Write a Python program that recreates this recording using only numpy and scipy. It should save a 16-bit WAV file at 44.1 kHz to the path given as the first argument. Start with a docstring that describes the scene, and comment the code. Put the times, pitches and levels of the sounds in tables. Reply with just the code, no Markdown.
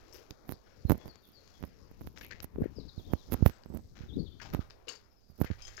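"""A walk into a brick shed

Someone carries a phone over gritty concrete and into a shed. Shoes crush grit, crack stones and knock
loose shards, while birds chirp outside. The left microphone hears the yard and catches gusts of wind.
The hand covers the right one, bumping and rubbing on its port (the small sound hole) with every stride."""
import sys
import numpy as np
from scipy import signal
from scipy.fft import rfft, irfft
from scipy.io import wavfile
from scipy.ndimage import uniform_filter1d

SR = 44100
rng = np.random.default_rng(int(sys.argv[2]) if len(sys.argv) > 2 else 0)


def master(y):
    """Save y as 16-bit WAV."""
    cut = np.clip(np.atleast_2d(y).T, -1, 1)
    pcm = np.round(cut * 32767)  # scale
    wavfile.write(sys.argv[1], SR, pcm.astype(np.int16))


N = 255780
TIME = np.arange(N) / SR

# The yard's background. Each row: time in seconds, hum level in dB, leaf hiss level in dB.
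YARD_LEVELS = [(0, -58.5, -66.5), (.6, -62, -73), (1.05, -57.5, -67), (1.25, -64, -75.5), (1.5, -63, -67),
               (2.05, -65.5, -69), (2.63, -62.5, -81.5), (2.82, -61.5, -68), (3.05, -64, -64),
               (3.5, -57.5, -66.5), (3.75, -71.5, -72.5), (4.3, -69.5, -72), (4.7, -60, -76),
               (5.25, -71.5, -78), (5.8, -64.5, -64.5)]
# The tone of the hum, leaves, light air and strong gusts. Each row: frequency in Hz, gain in dB.
HUM_TONE = [(30, -20.5), (120, -12), (260, -3.5), (440, 0.5), (700, -5), (1400, -10.5), (2500, -16.5),
            (6000, -30.5), (9000, -43.5), (16000, -41.5)]
LEAF_TONE = [(1000, -27.5), (2800, -16.5), (4000, -2), (5200, 1), (6800, -5), (8500, -24.5), (13000, -16),
             (16000, -21.5)]
BREEZE_TONE = [(20, -5), (80, 4), (150, -5.5), (250, -8), (450, -20), (800, -36.5), (2000, -60.5)]
GUST_TONE = [(30, -11.5), (120, 1.5), (280, 1), (440, -3.5), (600, -24), (1000, -39), (2500, -59.5)]
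# Air on the open port, dying away in the shed. Each row: time in seconds, level in dB.
BREEZE_LEVELS = [(0, -65.5), (.3, -77), (1.3, -72.5), (1.95, -49.5), (2.5, -55), (2.95, -63), (3.7, -61.5),
                 (3.85, -53), (4.55, -53.5), (4.75, -74), (5.8, -88)]
# Gusts. Each row: time of the peak in seconds, level in dB, seconds to fade by 20 dB.
WIND_GUSTS = [(.52, -48.5, 0.02), (.9, -48, 0.2827), (1.73, -46.5, 0.0333), (2.615, -25.5, 0.0831),
              (2.792, -31.5, .07), (2.85, -44, .03), (3.08, -40, 0.075), (3.28, -51, 0.11),
              (4.185, -28, 0.1119), (4.345, -48.5, 0.11), (4.515, -46.5, 0.1055)]
# The hardest eddies (swirls of air). Each row: time in seconds, peak in dB, pitch in Hz.
HARD_EDDIES = [(2.586, -19.5, 339), (2.619, -20, 288), (2.641, -25.5, 481), (2.66, -18.5, 346.5),
               (2.786, -25.5, 368), (4.171, -19, 255.7), (4.204, -21.5, 170.6)]
# The grip trembling on the case. 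Each row: time in seconds, level in dB.
GRIP_LEVELS = [(0, -57), (.4, -64.5), (.75, -60), (1.2, -70), (1.45, -61.5), (2.3, -63.5), (2.9, -59),
               (4.4, -61), (4.62, -50), (4.8, -59), (5.2, -65.5), (5.6, -50), (5.8, -52)]
# The hand sliding. Each row: time of the peak in seconds, relative rumble and crackle levels in dB,
# seconds to fade by 20 dB.
HAND_SLIDES = [(.315, -49.5, -74.5, 0.02), (.505, -42, -59, 0.0431), (0.918, -26, -53, .036),
               (1.07, -49.5, -66.5, 0.0457), (1.289, -64, -64.5, 0.0673), (1.645, -44, -65.5, 0.0484),
               (2.06, -56, -64.5, 0.0669), (2.241, -58, -57.5, 0.0664), (2.439, -47.5, -68, 0),
               (2.61, -48.5, -66.5, 0.0721), (3.001, -49.5, -73, 0.0372), (3.13, -41.5, -66.5, 0.0564),
               (3.337, -30.5, -55, 0.0408), (3.405, -45.5, -66, 0.0459), (3.475, -30.5, -45.5, 0.0279),
               (3.755, -41.5, -72, .085), (4.04, -56.5, -81, 0.0879), (4.14, -58.5, -81.5, 0.0545),
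               (4.56, -41, -68, 0.06), (5.305, -53.5, -77, 0.03), (5.421, -35, -48, .032)]
# The tone of the grip, sliding skin, high ticks and hiss, hand thuds and grit.
# Each row: frequency in Hz, gain in dB.
GRIP_TONE = [(20, -0.5), (50, 2), (100, -3), (160, -16.5), (300, -29.5), (800, -36.5), (3000, -46.5),
             (16000, -47)]
SKIN_TONE = [(20, -1.5), (60, 6), (150, 1.5), (250, 1), (500, -10.5), (1000, -22), (2000, -36), (6000, -50),
             (9000, -80)]
HIGH_TONE = [(300, -7.5), (1500, -10), (4000, -16), (6500, -16), (8400, -27.5), (10500, -10.5), (12200, -3),
             (13800, -2.5), (15200, -11), (16500, -23.5)]
THUD_TONE = [(30, 7), (120, -2.5), (230, 2.5), (500, -0.5), (1400, -0.5), (3000, 0), (6500, 2.5),
             (8400, -14.5), (12000, -0.5)]
GRIT_TONE = [(60, -31), (250, -3), (440, 8), (650, 1.5), (1500, 5), (3200, -0.5), (5000, -1), (7000, -9.5),
             (8700, -38.5), (13000, -21.5), (16000, -23)]
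# Shoes on grit, and at 2.97 seconds a faint high hiss that swells and fades like a sleeve rustling.
# Each row: start in seconds, level in dB, seconds to fade by 60 dB, scrape pitch in Hz,
# level of that pitch against the plain clicks in dB.
CRUNCHES_AND_RUSTLE = [(.122, -50, 0.299, 5200, 6.5), (.13, -55.5, 0.317, 13000, 7.5),
                       (0.138, -48, 0.435, 440, 4), (.522, -56, 0.222, 4530, 17.5),
                       (.65, -63, 0.78, 1480, -1), (1.005, -56.5, 0.18, 1000, -2.5),
                       (2.16, -48.5, 0.202, 5050, -9), (2.181, -47.5, 0.053, 5300, 3),
                       (2.21, -42, 0.066, 1750, 0), (2.225, -47, 0.25, 2290, 8),
                       (2.307, -37.5, 0.075, 1749, 5.5), (2.321, -39.5, 0.071, 1810, 3),
                       (2.343, -54, 0.36, 1934, -2.5), (2.632, -49.5, 0.161, 1767, 13),
                       (2.97, -72, 0.86, 13600, 13.5), (3.33, -53.5, 0.614, 1328, -3),
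                       (3.44, -53.5, 0.586, 1504, -5.5), (3.95, -52, 0.447, 4987, -17),
                       (4.015, -53.5, 0.17, 1490, -8), (4.398, -42.5, .075, 1720, 13),
                       (4.412, -43, 0.214, 4680, -9), (4.449, -47, 0.219, 767, -1),
                       (4.528, -44.5, 0.127, 1365, -3), (4.6, -47.5, 0.168, 1280, -6),
                       (4.699, -48.5, 0.056, 4450, 1.5), (4.868, -45.5, 0.239, 446, 6),
                       (4.887, -45.5, 0.293, 6020, -23), (5.433, -46, 0.166, 1380, 3.5),
                       (5.456, -48, 0.21, 1903, 1), (5.505, -49, 0.217, 1655, -8),
                       (5.578, -54.5, 0.49, 2370, -8.5), (5.675, -54, 0.456, 1760, -10.5),
                       (5.779, -38, 0.136, 1535, 3)]
# Hand bumps. Each row: time in seconds, pressure step in dB, rise in milliseconds, tick strength in dB.
HAND_BUMPS = [(0.3074, -28, 0.22, -37.5), (0.4926, -20.5, 0.041, -31.5), (.5142, -34, .033, -28.5),
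              (0.5222, -21.5, 0.079, -23.5), (0.852, -2.5, 1.323, -56.5), (.8978, -7, 0.073, -19),
              (0.9072, -3, 0.109, -22.5), (0.9194, -4.5, 0.122, -16.5), (.9263, -7.5, 0.38, -26.5),
              (.954, -23, 0.195, -46.5), (0.9798, -30.5, 0.67, -37.5), (1.058, -28, 0.107, -42.5),
              (1.0799, -31.5, .02, -41), (1.6273, -26, 0.06, -39), (1.6385, -21.5, 0.061, -40.5),
              (1.9138, -34.5, 0.107, -45), (2.0102, -29.5, 0.093, -46), (2.0162, -29, 0.082, -43),
              (2.073, -25.5, 0.0395, -37), (2.431, -35, 0.08, -25.5), (2.4443, -24.5, 0.072, -23.5),
              (2.5596, -23.5, 0.144, -60), (2.6211, -10.5, 0.376, -44.5), (2.979, -13.5, 0.93, -61.5),
              (3.1355, -6, 0.1168, -27), (3.3225, -16.5, 0.0303, -20.5), (3.3316, -17.5, 0.042, -16),
              (3.339, -19.5, 0.16, -16), (3.343, -10.5, 0.128, -34.5), (3.4077, -18.5, 0.39, -54.5),
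              (3.4258, 3, 0.674, -63), (3.4603, -0.5, 0.39, -41), (3.4619, -.5, 0.0717, -14.5),
              (3.4974, -26, 0.018, -37.5), (3.6601, -27.5, 0.128, -50.5), (3.7019, -23.5, 0.354, -68.5),
              (3.7479, -19, 0.259, -34.5), (3.7733, -26, 0.244, -33), (4.0069, -19.5, 0.793, -70.5),
              (4.0363, -19.5, 1.05, -69), (4.1574, -19, 1.13, -67.5), (4.536, -25, 0.083, -33),
              (4.5412, -19.5, 0.174, -31.5), (4.5481, -11.5, 0.0797, -30.5), (4.592, -10.5, .5, -55),
              (4.689, -24.5, 2.25, -73.5), (5.4041, -19.5, 0.28, -32), (5.415, -4.5, 0.1665, -26),
              (5.4453, -18.5, 0.091, -35), (5.5033, -14, 0.372, -64.5), (5.5132, -8.5, 1.005, -70)]
# Stones splitting. Each row: start in seconds, peak in dB, pitch in Hz.
STONE_CRACKS = [(.308, -29, 5020), (1.157, -41, 7100), (1.477, -41.5, 6300), (2.175, -33, 2670),
                (2.2477, -36, 2380), (2.3124, -30.5, 2220), (2.403, -30.5, 4500), (3.636, -42.5, 5600),
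                (4.428, -33.5, 5230), (4.502, -39, 6000), (4.537, -34, 1500), (4.707, -33, 4700),
                (4.884, -27, 3050), (5.449, -33.5, 1510), (5.68, -33.5, 6030), (5.779, -31, 1590)]
# Bouts of far twittering. Each row: start and length in seconds, pitch in Hz, level in dB.
BIRD_TWITTERS = [(0.627, 0.245, 5293, -72), (1.65, 0.226, 5116, -70), (5.028, .38, 5024, -70)]
# A songbird's notes, then thin high whistles.
# Each row: start and length in seconds, first and last pitch in Hz, level in dB.
BIRD_CHIRPS = [(0.854, 0.073, 4243, 4042, -59.5), (0.98, .075, 3414, 3404, -62.5),
               (1.076, 0.0528, 4950, 4211, -52.5), (1.221, 0.0636, 3800, 3264, -62.5),
               (1.326, 0.0818, 4950, 4153, -55.5), (1.528, 0.064, 3393, 3265, -63),
               (2.751, 0.0436, 5550, 4422, -53), (2.79, 0.0261, 5100, 3686, -51),
               (2.881, 0.0237, 4950, 3580, -46.5), (2.975, 0.038, 4350, 3195, -54.5),
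               (3.04, 0.0292, 3148, 3975, -57), (3.085, 0.046, 3400, 3134, -59.5),
               (3.159, .08, 4545, 3282, -60), (4.082, 0.0392, 3780, 3190, -51.5),
               (4.12, 0.0363, 3347, 3900, -52), (4.176, 0.0166, 4550, 4950, -58),
               (4.187, 0.0251, 4500, 4291, -46.5), (4.255, .033, 3970, 3234, -50.5),
               (4.313, 0.0252, 3240, 3610, -56)]
HIGH_WHISTLES = [(3.46, 0.119, 7770, 7695, -73.5), (3.65, .18, 7840, 8070, -74.5)]
# Knocks on two loose shards. Each row: start in seconds, strength in dB, favoured pitch in Hz.
BRICK_KNOCKS = [(4.883, -31, 3180), (4.889, -30.5, 6260), (4.895, -31.5, 4180), (4.923, -37, 5000),
                (4.954, -42.5, 5380), (5.04, -60.5, 5500)]
TILE_KNOCKS = [(5.621, -37, 4900), (5.641, -50.5, 5230), (5.648, -34, 4150), (5.656, -46.5, 5530),
               (5.67, -34.5, 6840), (5.683, -43, 7540), (5.768, -39, 6500)]
# The notes each shard rings with. 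Each row: pitch in Hz, relative level in dB, seconds to fade by 60 dB.
BRICK_NOTES = [(2815, 3.5, 0.035), (2936, 0, 0.029), (4539, -0.5, 0.0896), (5103, -5.5, 0.125),
               (5484, -9.5, 0.057), (6300, -4, 0.048), (6998, -0.5, 0.056), (7350, -9.5, 0.044)]
TILE_NOTES = [(3209, -1.5, 0.148), (5086, 2, 0.0716), (6256, 1, 0.0506), (7060, -8.5, 0.155)]


def undb(db):
    """Turn decibels into a gain to multiply by."""
    return 10 ** (np.asarray(db) / 20)


def unit(x):
    """Scale a signal to an average power of one."""
    return x / np.sqrt(np.mean(x ** 2) + 1e-20)


def curves(table):
    """Join the values in each column of a table with straight lines over time."""
    times, *columns = np.transpose(table)
    return [np.interp(TIME, times, column) for column in columns]


def add(track, start, sound):
    """Mix a sound into a track at a start time in seconds."""
    i = max(int(start * SR), 0)
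    track[i:i + len(sound)] += sound[:max(N - i, 0)]


def colour(x, tone, size=4096):
    """Filter a sound so that its lows and highs follow a tone table."""
    hz, db = np.transpose(tone)
    bin_hz = np.arange(size // 2 + 1) * SR / size
    gain = undb(np.interp(np.log(bin_hz + 1), np.log(hz), db))
    # Folding the cepstrum makes the filter ring only after a click, never before it.
    cepstrum = irfft(np.log(gain))
    cepstrum[1:size // 2] *= 2
    cepstrum[size // 2 + 1:] = 0
    return signal.fftconvolve(x, irfft(np.exp(rfft(cepstrum))))[:len(x)]


def noise(tone):
    """Steady noise with a given tone."""
    return unit(colour(rng.standard_normal(N), tone))


def resonate(x, hz, q):
    """Let a sound ring at one pitch; a higher q rings longer."""
    return signal.lfilter(*signal.iirpeak(min(hz, SR / 3), max(q, 1), fs=SR), x)


def grains(n, rate, spread_db):
    """Random clicks, about `rate` a second, mostly small with a few large ones."""
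    sizes = undb(spread_db * np.minimum(rng.exponential(size=n), 4))
    return unit((rng.random(n) < rate / SR) * sizes * rng.choice([-1, 1], n))


def flicker(rate):
    """A curve that slides to a new random value `rate` times a second."""
    hold = int(SR / rate)
    steps = np.repeat(rng.standard_normal(N // hold + 1), hold)
    return unit(uniform_filter1d(steps, hold)[:N])


def swells(rows, rise):
    """A gain that builds to each row's peak and dies away; `rise` is a share of the fade time."""
    power = np.zeros(N)
    for peak_time, db, fade in rows:
        away = np.maximum((peak_time - TIME) / rise, TIME - peak_time) / fade
        power += 10 ** np.maximum(db / 10 - 2 * away, -20)
    return np.sqrt(power)


def echo(x, t60, gap_s):
    """A wash of reflections that starts after a gap and fades by 60 dB in t60 seconds."""
    t = TIME[:SR]
    tail = rng.standard_normal(SR) * undb(-60 * t / t60) * (t > gap_s)
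    return signal.fftconvolve(x, tail / np.linalg.norm(tail))[:N]


def yard():
    """Open country hums far away and leaves hiss, swelling unevenly with the air."""
    hum_db, hiss_db = curves(YARD_LEVELS)
    hiss = unit(colour(grains(N, rate=5000, spread_db=5), LEAF_TONE))
    hum = noise(HUM_TONE)
    for hz in np.geomspace(350, 2800, 7):
        hum = hum + .35 * flicker(rate=9) * resonate(hum, hz, q=3)
    return undb(hum_db) * hum + undb(hiss_db + 1.57 * flicker(rate=14)) * hiss


def wind():
    """Light air rumbles on the open port; a strong gust breaks into eddies that slap it."""
    breakup_db, eddy_hz = -38.5, 218.6
    breeze_db, = curves(BREEZE_LEVELS)
    db = 20 * np.log10(np.hypot(undb(breeze_db), swells(WIND_GUSTS, rise=.75)))
    strong = 1 / (1 + np.exp(-(db - breakup_db) / 4))  # 0 in light air, 1 in a hard gust
    out = np.sqrt(1 - strong) * undb(.5) * noise(BREEZE_TONE)
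    out += np.sqrt(strong) * undb(-3) * noise(GUST_TONE)
    out *= undb(db + 3 * flicker(rate=45))
    slap_db = db + 20 * np.log10(strong) - 2
    small_eddies = []
    for i in rng.integers(N, size=300):
        peak_db = slap_db[i] + 5 * rng.standard_normal()
        hz = eddy_hz * 2 ** (.37 * rng.standard_normal())
        small_eddies.append((TIME[i], peak_db, hz))
    lead_s = .02  # room for each slap to build up
    t = TIME[:SR // 25] - lead_s
    for time, peak_db, hz in HARD_EDDIES + small_eddies:
        slap = np.cos(2 * np.pi * hz * t + rng.uniform(0, 2 * np.pi)) / np.cosh(2.5 * hz * t)
        add(out, time - lead_s, undb(peak_db) * slap)
    return out


def hand_rubbing():
    """The trembling grip rumbles; sliding skin creeps over the port in tiny, crackling slips."""
    times, rumble_db, crackle_db, fade = np.transpose(HAND_SLIDES)
    # A little rumble and crackle remains between slides.
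    rumble_gain = swells(zip(times, rumble_db, fade), rise=.949) + undb(-77.5)
    crackle_gain = swells(zip(times, crackle_db, fade), rise=.949) + undb(-90)
    grip_db, = curves(GRIP_LEVELS)
    rumble = rumble_gain * unit(colour(grains(N, rate=500, spread_db=3.5), SKIN_TONE))
    crackle = crackle_gain * unit(colour(grains(N, rate=350, spread_db=4.5), HIGH_TONE))
    faint_hiss = undb(-84) * noise(HIGH_TONE)  # a very faint, steady high hiss
    return undb(6) * rumble + undb(4.5) * crackle + undb(grip_db) * noise(GRIP_TONE) + faint_hiss


def crunches_and_rustle():
    """Showers of clicks: soles crush grit with a pitched scrape; one faint, high shower is a rustle."""
    out, t = np.zeros(N), TIME[:SR // 2]
    for start, db, t60, hz, scrape_db in CRUNCHES_AND_RUSTLE:
        attack_s = .0238 * t60  # a sound that swells slowly also lasts longer
        clicks = grains(len(t), rate=2500, spread_db=4.5)
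        scrape = unit(resonate(resonate(clicks, hz, q=2.95), hz, q=2.95))
        shower = unit(unit(colour(clicks, GRIT_TONE)) + undb(scrape_db) * scrape)
        loudness = np.minimum(t / attack_s, 1) * undb(db - 60 * np.maximum(t - attack_s, 0) / t60)
        add(out, start, shower * loudness)
    return out


def hand_bumps():
    """The hand pushes air into the port, which leaks away in a low wobble; dry skin ticks as it slips."""
    pushes, ticks = np.zeros(N), np.zeros(N)
    lead_s, leak_hz = .01, 76
    t = TIME[:SR // 20] - lead_s
    for time, db, rise_ms, tick_db in HAND_BUMPS:
        push = np.exp(-abs(t) * 1000 / rise_ms)
        add(pushes, time - lead_s, undb(db) * push / push.sum())
        tick = colour(rng.standard_normal(len(t)) * np.exp(-abs(t) / .00015), HIGH_TONE)
        creep = colour(grains(len(t), rate=1800, spread_db=4) * np.exp(-abs(t) / .004), HIGH_TONE)
        slip = tick / abs(tick).max() + undb(-7.5) * creep / abs(creep).max()
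        add(ticks, time - lead_s, undb(tick_db) * slip)
    pressure = np.cumsum(pushes)
    thuds = signal.sosfilt(signal.butter(4, leak_hz, "high", fs=SR, output="sos"), pressure)
    return undb(-.02) * colour(thuds, THUD_TONE) + undb(-.66) * ticks


def stone_cracks():
    """A stone splits with a snap of a few milliseconds."""
    out, t = np.zeros(N), TIME[:SR // 20]
    for start, db, hz in STONE_CRACKS:
        burst = rng.standard_normal(len(t)) * np.exp(-t / .00085)
        snap = colour(resonate(burst, hz, q=2.24) + .4 * burst, GRIT_TONE)
        add(out, start, undb(db) * snap / abs(snap).max())
    return out


def bird_note(length_s, first_hz, last_hz):
    """One whistled glide that slows toward its end; lower notes tremble and sound a little hoarse."""
    progress = np.linspace(0, 1, int(length_s * SR))
    tremble = unit(uniform_filter1d(rng.standard_normal(len(progress)), size=40))
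    hoarse_hz = 90.4 if first_hz < 7000 else 0
    hz = last_hz + (first_hz - last_hz) * (1 - progress) ** 1.3 + hoarse_hz * tremble
    return np.sin(np.pi * progress) * np.sin(2 * np.pi * np.cumsum(hz) / SR)


def birds():
    """Distant birds whistle and twitter; barns and moving leaves blur their echo."""
    song = np.zeros(N)
    for start, length_s, first_hz, last_hz, db in BIRD_CHIRPS + HIGH_WHISTLES:
        add(song, start, undb(db) * bird_note(length_s, first_hz, last_hz))
    for start, length_s, hz, db in BIRD_TWITTERS:
        for onset in np.linspace(start, start + length_s, 6, endpoint=False):
            first_hz, last_hz = hz * (1 + .078 * rng.standard_normal(2))
            add(song, onset, undb(db) * bird_note(.05, first_hz, last_hz))
    near_echo = echo(song, t60=.06, gap_s=.003)
    far_echo = echo(song * flicker(rate=600), t60=.7, gap_s=.008)
    return song + .3 * near_echo + undb(-1.7) * far_echo


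def shed_echo(walk):
    """Brick walls echo the walk and boom with a standing wave, both louder past the doorway."""
    doorway_s = [3.3, 4.4]
    indoors = walk * undb(np.interp(TIME, doorway_s, [-17, -7]))
    boom = undb(23) * resonate(indoors, hz=202.45, q=75)
    return echo(indoors, t60=.202, gap_s=.006) + boom


def shard_clinks(knocks, notes):
    """A kicked shard rocks and chatters on the floor; each contact favours different notes."""
    out, t = np.zeros(N), TIME[:SR // 3]
    hz, db, t60 = np.transpose(notes)[:, :, None]
    for start, knock_db, favoured_hz in knocks:
        detune = 1 + .007 * rng.standard_normal(hz.shape)
        note_db = db - 22.6 * np.log2(hz / favoured_hz) ** 2
        ring = np.sin(2 * np.pi * hz * detune * t) * undb(note_db - 60 * t / t60)
        chatter = .65 + .55 * unit(uniform_filter1d(rng.standard_normal(ring.shape), size=170))
        scrape = unit(colour(grains(len(t), rate=3800, spread_db=9.5), GRIT_TONE)) * np.exp(-t / .0051)
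        clink = (ring * chatter).sum(axis=0) + undb(-17) * scrape
        add(out, start, undb(knock_db - 4.5) * clink)
    return out


def scene():
    """The walk and the wind on the left; the hand on the right, where the walk is very faint."""
    walk = crunches_and_rustle() + stone_cracks()
    walk += shard_clinks(BRICK_KNOCKS, BRICK_NOTES) + shard_clinks(TILE_KNOCKS, TILE_NOTES)
    surroundings = walk + shed_echo(walk) + birds() + yard()
    left = surroundings + wind()
    right = undb(-38) * surroundings + hand_bumps() + hand_rubbing()
    return np.array([left, right])


def record(dry):
    """The phone cuts off the highest treble."""
    top_hz = 16200
    return signal.sosfilt(signal.ellip(8, .2, 70, top_hz, fs=SR, output="sos"), dry)


dry = scene()
out = record(dry)
master(out)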